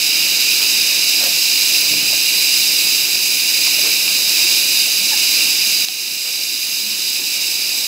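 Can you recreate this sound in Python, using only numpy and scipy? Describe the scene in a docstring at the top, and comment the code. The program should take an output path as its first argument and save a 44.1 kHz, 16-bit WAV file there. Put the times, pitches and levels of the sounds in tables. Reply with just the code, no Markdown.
"""A small treatment room: a thin suction tube draws air and a little liquid close to two microphones.
Jet noise at the tip excites the resonances of tube and cavity; a low rumble of air in the hose and
the faint sinusoids of a pump lie below it. Bursts of filtered noise make wet scuffs, gliding tones
low hums and a squeak, damped modes two dull bumps and one sharp tap.
The tap overloads the recorder, which steps its gain down and lets it creep back."""
import sys
import numpy as np
from scipy import signal
from scipy.fft import rfft, irfft
from scipy.io import wavfile

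SR = 44100
rng = np.random.default_rng(int(sys.argv[2]) if len(sys.argv) > 2 else 0)


def pcm_store(signal):
    """Save signal as 16-bit PCM."""
    levels = np.round(np.clip(np.atleast_2d(signal), -1, 1) * 32767)
    wavfile.write(sys.argv[1], SR, levels.astype(np.int16).T)


def boost_factor(decibels):
    """Convert a level in decibels to a linear amplitude factor."""
    exponent = np.asarray(decibels, float) / 20
    return 10 ** exponent


N = 347067   # samples


def rms_one(x):
    """Normalisation: scale a signal to unit rms."""
    return x / np.sqrt(np.mean(x ** 2) + 1e-20)


def on_fft_grid(points):
    """Frequency response: interpolate (hz, db) points over log frequency at every FFT bin."""
    hz = np.maximum(np.fft.rfftfreq(N, 1 / SR), 1)
    point_hz, point_db = np.transpose(points)
    return np.interp(np.log(hz), np.log(point_hz), point_db)


def in_time(rows):
    """Envelope: interpolate every column after the first, which is time in s, at every sample."""
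    s, *columns = np.transpose(rows)
    return [np.interp(np.arange(N) / SR, s, column) for column in columns]


def drift(rate_hz):
    """Slow random modulation of unit rms: white noise through two equal low-pass poles at rate_hz."""
    hop = 40   # samples between computed values
    r = np.exp(-2 * np.pi * rate_hz * hop / SR)
    white = rng.standard_normal(N // hop + 2002)
    slow = signal.lfilter([1], [1, -2 * r, r * r], white)[2000:]   # without the filter's start
    return np.interp(np.arange(N) / hop, np.arange(len(slow)), rms_one(slow))


def resonate(x, hz, width_hz):
    """Resonance: two equal band-pass sections, unit gain at the peak, give steep skirts and dark valleys."""
    r = np.exp(-np.pi * width_hz / SR)
    section = [(1 - r * r) / 2, 0, (r * r - 1) / 2, 1, -2 * r * np.cos(2 * np.pi * hz / SR), r * r]
    return signal.sosfilt([section, section], x)


def add_rub(out, start_s, length_s, hz, width_hz, level_db, fall=0):
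    """Friction noise: adds a resonant, uneven burst; slowing its playback lowers the pitch."""
    spatter = rng.standard_normal(SR // 2) * boost_factor(3.5 * drift(70.0)[:SR // 2])   # wet and uneven
    rub = resonate(spatter, hz, width_hz)[::-1]
    i, n = int(start_s * SR), int(length_s * SR)
    position = np.cumsum(np.linspace(1 + fall / 2, 1 - fall / 2, n))
    rub = np.interp(position, np.arange(len(rub)), rub)
    out[i:i + n] += boost_factor(level_db) * rms_one(rub) * np.hanning(n) ** .5


def room():
    """Reverberation: response of the direct sound plus a dull, exponentially decaying tail of reflections."""
    tail_db, t60_s, wall_cut_hz = -16, 0.38, 1330   # tail energy against the direct sound
    t = np.arange(SR // 2) / SR
    pole = np.exp(-2 * np.pi * wall_cut_hz / SR)
    tail = signal.lfilter([1], [1, -pole], rng.standard_normal(len(t)))
    tail = tail * boost_factor(-60 * t / t60_s) * (t > .004)   # walls close by: the tail begins after 4 ms
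    return 1 + boost_factor(tail_db) * rfft(tail / np.sqrt(np.sum(tail ** 2)), N)


def pump():
    """Periodic machine excitation: thin sinusoids carried along the hose, wavering in speed and strength."""
    # lines of the pump's whine: pitch_hz
    line_hz = [316, 632, 993, 1408, 1789, 1987]
    # their strengths: peak_db (against the hiss rms, before wavering)
    line_db = [-32, -41.5, -39, -40, -39, -37]
    out = 0
    for hz, level_db in zip(line_hz, line_db):
        phase = 2 * np.pi * np.cumsum(hz * (1 + .0012 * drift(2.9))) / SR
        out = out + boost_factor(level_db + 2.0 * drift(11.0)) * np.sin(phase)
    return out


def hose(lumpy_db):
    """Broadband flow noise: spectrally shaped noise rumbles in the hose, a little lumpy."""
    # spectrum of hose and room air: pitch_hz, density_db (relative, per Hz)
    rumble_spectrum = [(20, -36), (35, -16), (90, -18.5), (115, -6), (170, -6.5), (240, -3), (300, -4),
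                       (420, -5), (900, -9), (1100, -11), (1900, -8), (2500, -53), (4200, -120)]
    rumble_db = -25   # against the hiss
    spectrum = rfft(rng.standard_normal(N)) * boost_factor(on_fft_grid(rumble_spectrum))
    return boost_factor(rumble_db + lumpy_db * drift(5.1)) * rms_one(irfft(spectrum, N))


def bumps():
    """Modal excitation: a soft contact makes a hollow body's modes ring roughly, with a puff of noise."""
    # dull bumps: start_s, strength_db, puff_hz, puff_db (rms before the puff's window)
    bump_rows = [(1.895, -24, 450, -39), (2.085, -31, 560, -36)]
    # modes of the hollow body: pitch_hz, level_db (relative), t60_s
    hollow_modes = [(127, -4, .4), (171, -10, .8), (230, -9, .4), (297, 0, .5), (500, -7, .35),
                    (670, -11, .3)]
    push_s, puff_s, puff_width = .05, .08, .6   # contact's rise; puff's length; width as share of its pitch
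    out = np.zeros(N)
    for start_s, strength_db, puff_hz, puff_db in bump_rows:
        t = np.maximum(np.arange(N) / SR - start_s, 0)
        push = 1 - np.exp(-t / push_s)
        for hz, level_db, t60_s in hollow_modes:
            rattle_db = 3.5 * drift(30.0)
            decay = boost_factor(strength_db + level_db + rattle_db - 60 * t / t60_s)
            out += decay * push * np.sin(2 * np.pi * hz * t)
        add_rub(out, start_s, puff_s, puff_hz, puff_width * puff_hz, puff_db)
    return out


def squeaks():
    """Stick-slip oscillation: low hums and one squeak are drooping tones with an octave above."""
    # hums and squeak: start_s, length_s, first_hz, level_db (rms of the plain swell),
    # octave_db (against the fundamental at the swell's peak)
    squeak_rows = [(4.973, 0.17, 218, -45, -29), (5.11, 0.049, 880, -32.5, 0.5),
                   (5.426, .07, 247, -44, -25), (6.798, 0.29, 214, -40.5, -55)]
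    droop_s = .008   # the shorter the sound, the further its pitch falls: share = droop_s / length_s
    out = np.zeros(N)
    for start_s, length_s, first_hz, level_db, octave_db in squeak_rows:
        i, n = int(start_s * SR), int(length_s * SR)
        progress = np.linspace(0, 1, n)
        waver = 1 + .03 * drift(90.0)[i:i + n]   # uneven slips
        glide = first_hz * (1 - droop_s / length_s * progress ** 2)   # holds, then droops
        phase = 2 * np.pi * np.cumsum(glide * waver) / SR
        swell = rms_one(progress * np.exp(-3.5 * progress) * (1 - progress) ** 0.27)   # rise, longer fade
        swell = swell * boost_factor(3.5 * drift(60.0)[i:i + n])   # the grip breaks up
        octave = boost_factor(octave_db) * swell / swell.max() * np.sin(2 * phase)
        out[i:i + n] += boost_factor(level_db) * swell * (np.sin(phase) + octave)
    return out


def scuffs():
    """Wet friction: a narrow noise body sinks in pitch under a broader, higher onset that ends sooner."""
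    # soft scuffs nearby: start_s, length_s, body_hz, body_db, onset_db (both rms before the window)
    scuff_rows = [(0.58, 0.12, 450, -48, -35), (0.88, 0.086, 600, -45, -45.5),
                  (1.193, 0.11, 600, -31.5, -28), (3.652, 0.049, 700, -41, -32),
                  (3.777, 0.034, 564, -36, -39), (3.821, 0.087, 400, -36, -35), (4.382, .12, 300, -45, -44),
                  (4.858, .025, 600, -38, -38), (6.231, .09, 500, -39, -35), (6.388, 0.055, 600, -39, -48),
                  (6.51, .07, 280, -38, -53), (7.184, .05, 328, -36, -41)]
    body_width, body_fall = 0.46, .35   # shares of the body's pitch; it sinks as the cavity drains
    # shares of the body's pitch, the onset's pitch and the body's length
    onset_pitch, onset_width, onset_length = 2.2, 2.3, 0.82
    out = np.zeros(N)
    for start_s, length_s, hz, body_db, onset_db in scuff_rows:
        onset_hz = onset_pitch * hz
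        add_rub(out, start_s, length_s, hz, body_width * hz, body_db, body_fall)
        add_rub(out, start_s, onset_length * length_s, onset_hz, onset_width * onset_hz, onset_db)
    return out


def tap():
    """Impact: the tip strikes something hard and excites heavily damped modes."""
    # modes of the strike: pitch_hz, level_db (relative), t60_s
    strike_modes = [(4600, 0, .002), (2900, -10, .003), (6500, -12, .002), (757, -47, .09)]
    start_s, peak_db = 5.8853, 4.8   # peak against full scale, before the channels' colour
    t = np.maximum(np.arange(N) / SR - start_s, 0)
    ring = 0
    for hz, level_db, t60_s in strike_modes:
        ring = ring + boost_factor(level_db - 60 * t / t60_s) * np.sin(2 * np.pi * hz * t)
    ring = ring * (1 - np.exp(-(t / .0004) ** 3))   # contact builds over a fraction of a millisecond
    return boost_factor(peak_db) * ring / np.abs(ring).max()


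def jet(gust_db, own_db, bright_db):
    """Source-filter principle: turbulence excites resonances that flutter together and drift singly."""
    # resonances of tube and cavity: pitch_hz, width_hz (of one section), level_db (relative)
    tube_modes = [(1720, 300, -21), (2130, 120, -36), (2460, 418, -3.5), (2769, 383, -3), (3490, 160, -20),
                  (3756, 233, -3), (4056, 470, -2.5), (4825, 374, 1), (5070, 830, -2), (6324, 960, -7),
                  (6620, 570, -11.5), (7610, 720, -7), (9180, 1270, -14), (10370, 970, -13.5),
                  (11450, 1800, -11), (12000, 370, -12), (13700, 660, -11), (14100, 400, -17.5),
                  (15050, 900, -12.5), (15500, 700, -18)]
    # borders between the groups of resonances: pitch_hz
    group_borders = [3300, 5800, 8300]
    # how each group, low to high, follows the brightening: share
    bright_shares = [-0.27, 0.52, .8, 0.85]
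    white, out = rng.standard_normal((2, N)), 0   # neighbouring resonances get unrelated noise
    flutter_db = gust_db * (drift(25.0) + 0.7 * drift(38.0))
    for k, (hz, width_hz, level_db) in enumerate(tube_modes):
        lift_db = bright_db * bright_shares[np.searchsorted(group_borders, hz)]
        gain = boost_factor(level_db + lift_db + own_db * drift(2.3))
        out = out + gain * resonate(white[k % 2], hz, width_hz)
    return rms_one(out) * boost_factor(flutter_db)


def scene():
    """Superposition: jet, hose and scuffs meet the room, the rest comes direct; channels differ in colour."""
    # suction and how far the tip is turned towards the microphones:
    # time_s, level_db (hiss, with small dips of the recorder's gain), bright_db (brightening)
    flow_rows = [(0.0, -14, -1), (.7, -13.5, -1), (1.1, -14.5, -1), (1.4, -15, 0.5), (1.78, -14, 0.5),
                 (2.0, -15, -0.7), (2.4, -14.5, 0), (2.65, -14.5, 1.5), (3.02, -14, 0), (3.17, -16, 0.7),
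                 (3.85, -14, -.5), (4.02, -15, 0.6), (4.5, -13.5, 0.5), (4.95, -15, 0.6),
                 (5.37, -13.5, -.6), (5.75, -16, 0.8), (5.95, -14.5, 0.7), (6.6, -14, 1.5), (7.2, -14, 1.5),
                 (7.86, -14.5, 1)]
    # left minus right: pitch_hz, difference_db
    balance_points = [(40, -4), (100, -1), (210, 1), (330, 4), (500, 2), (1450, 2), (1600, -6),
                      (1950, -4.5), (2500, -5), (3000, -3.8), (4400, -4.5), (5000, -3), (7300, -3.5),
                      (8700, -5.5), (10000, -2.5), (11200, -2.1), (12000, 0.5)]
    level_db, bright_db = in_time(flow_rows)
    flow = boost_factor(level_db + .2 * drift(4.0))   # liquid passing makes the flow uneven
    suction = jet(gust_db=0.42, own_db=.5, bright_db=bright_db) + hose(lumpy_db=0.76)
    airborne = flow * suction + scuffs()
    direct = flow * pump() + squeaks() + bumps() + tap()
    spectrum = rfft(airborne) * room() + rfft(direct)
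    pan = boost_factor(on_fft_grid(balance_points) / 2)
    sides = np.array([pan, 1 / pan]) * 2 / (pan + 1 / pan)   # the sum of both sides stays even
    return irfft(spectrum * sides, N)


def top_cut(x):
    """Nothing passes above the cut-off."""
    return signal.sosfilt(signal.butter(12, 16520, fs=SR, output="sos"), x)


def record(dry):
    """Gain control: dull self-noise joins, overload steps the gain down, then clipping and a low-pass."""
    noise_db, noise_hz = -66.5, 150   # rms before the gain; low-pass corner
    overload, step_db, creep_db_per_s, look_ahead_s = 1.45, -8, 2, .0335   # overload as amplitude
    dull = signal.butter(2, noise_hz, fs=SR, output="sos")
    self_noise = rms_one(signal.sosfilt(dull, rng.standard_normal(dry.shape)))
    x = dry + boost_factor(noise_db) * self_noise
    t, gain_db = np.arange(N) / SR, np.zeros(N)
    for hit_s in t[np.abs(x).max(axis=0) > overload]:
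        since = t - hit_s + look_ahead_s   # the gain steps down slightly ahead of the overload
        gain_db = np.minimum(gain_db, np.where(since > 0, step_db + creep_db_per_s * since, 0))
    clipped = np.clip(x * boost_factor(gain_db), -.86, .86)
    band_limit = signal.ellip(14, .3, 75, 15700, fs=SR, output="sos")
    return top_cut(signal.sosfilt(band_limit, clipped))


dry = scene()
out = record(dry)
pcm_store(out)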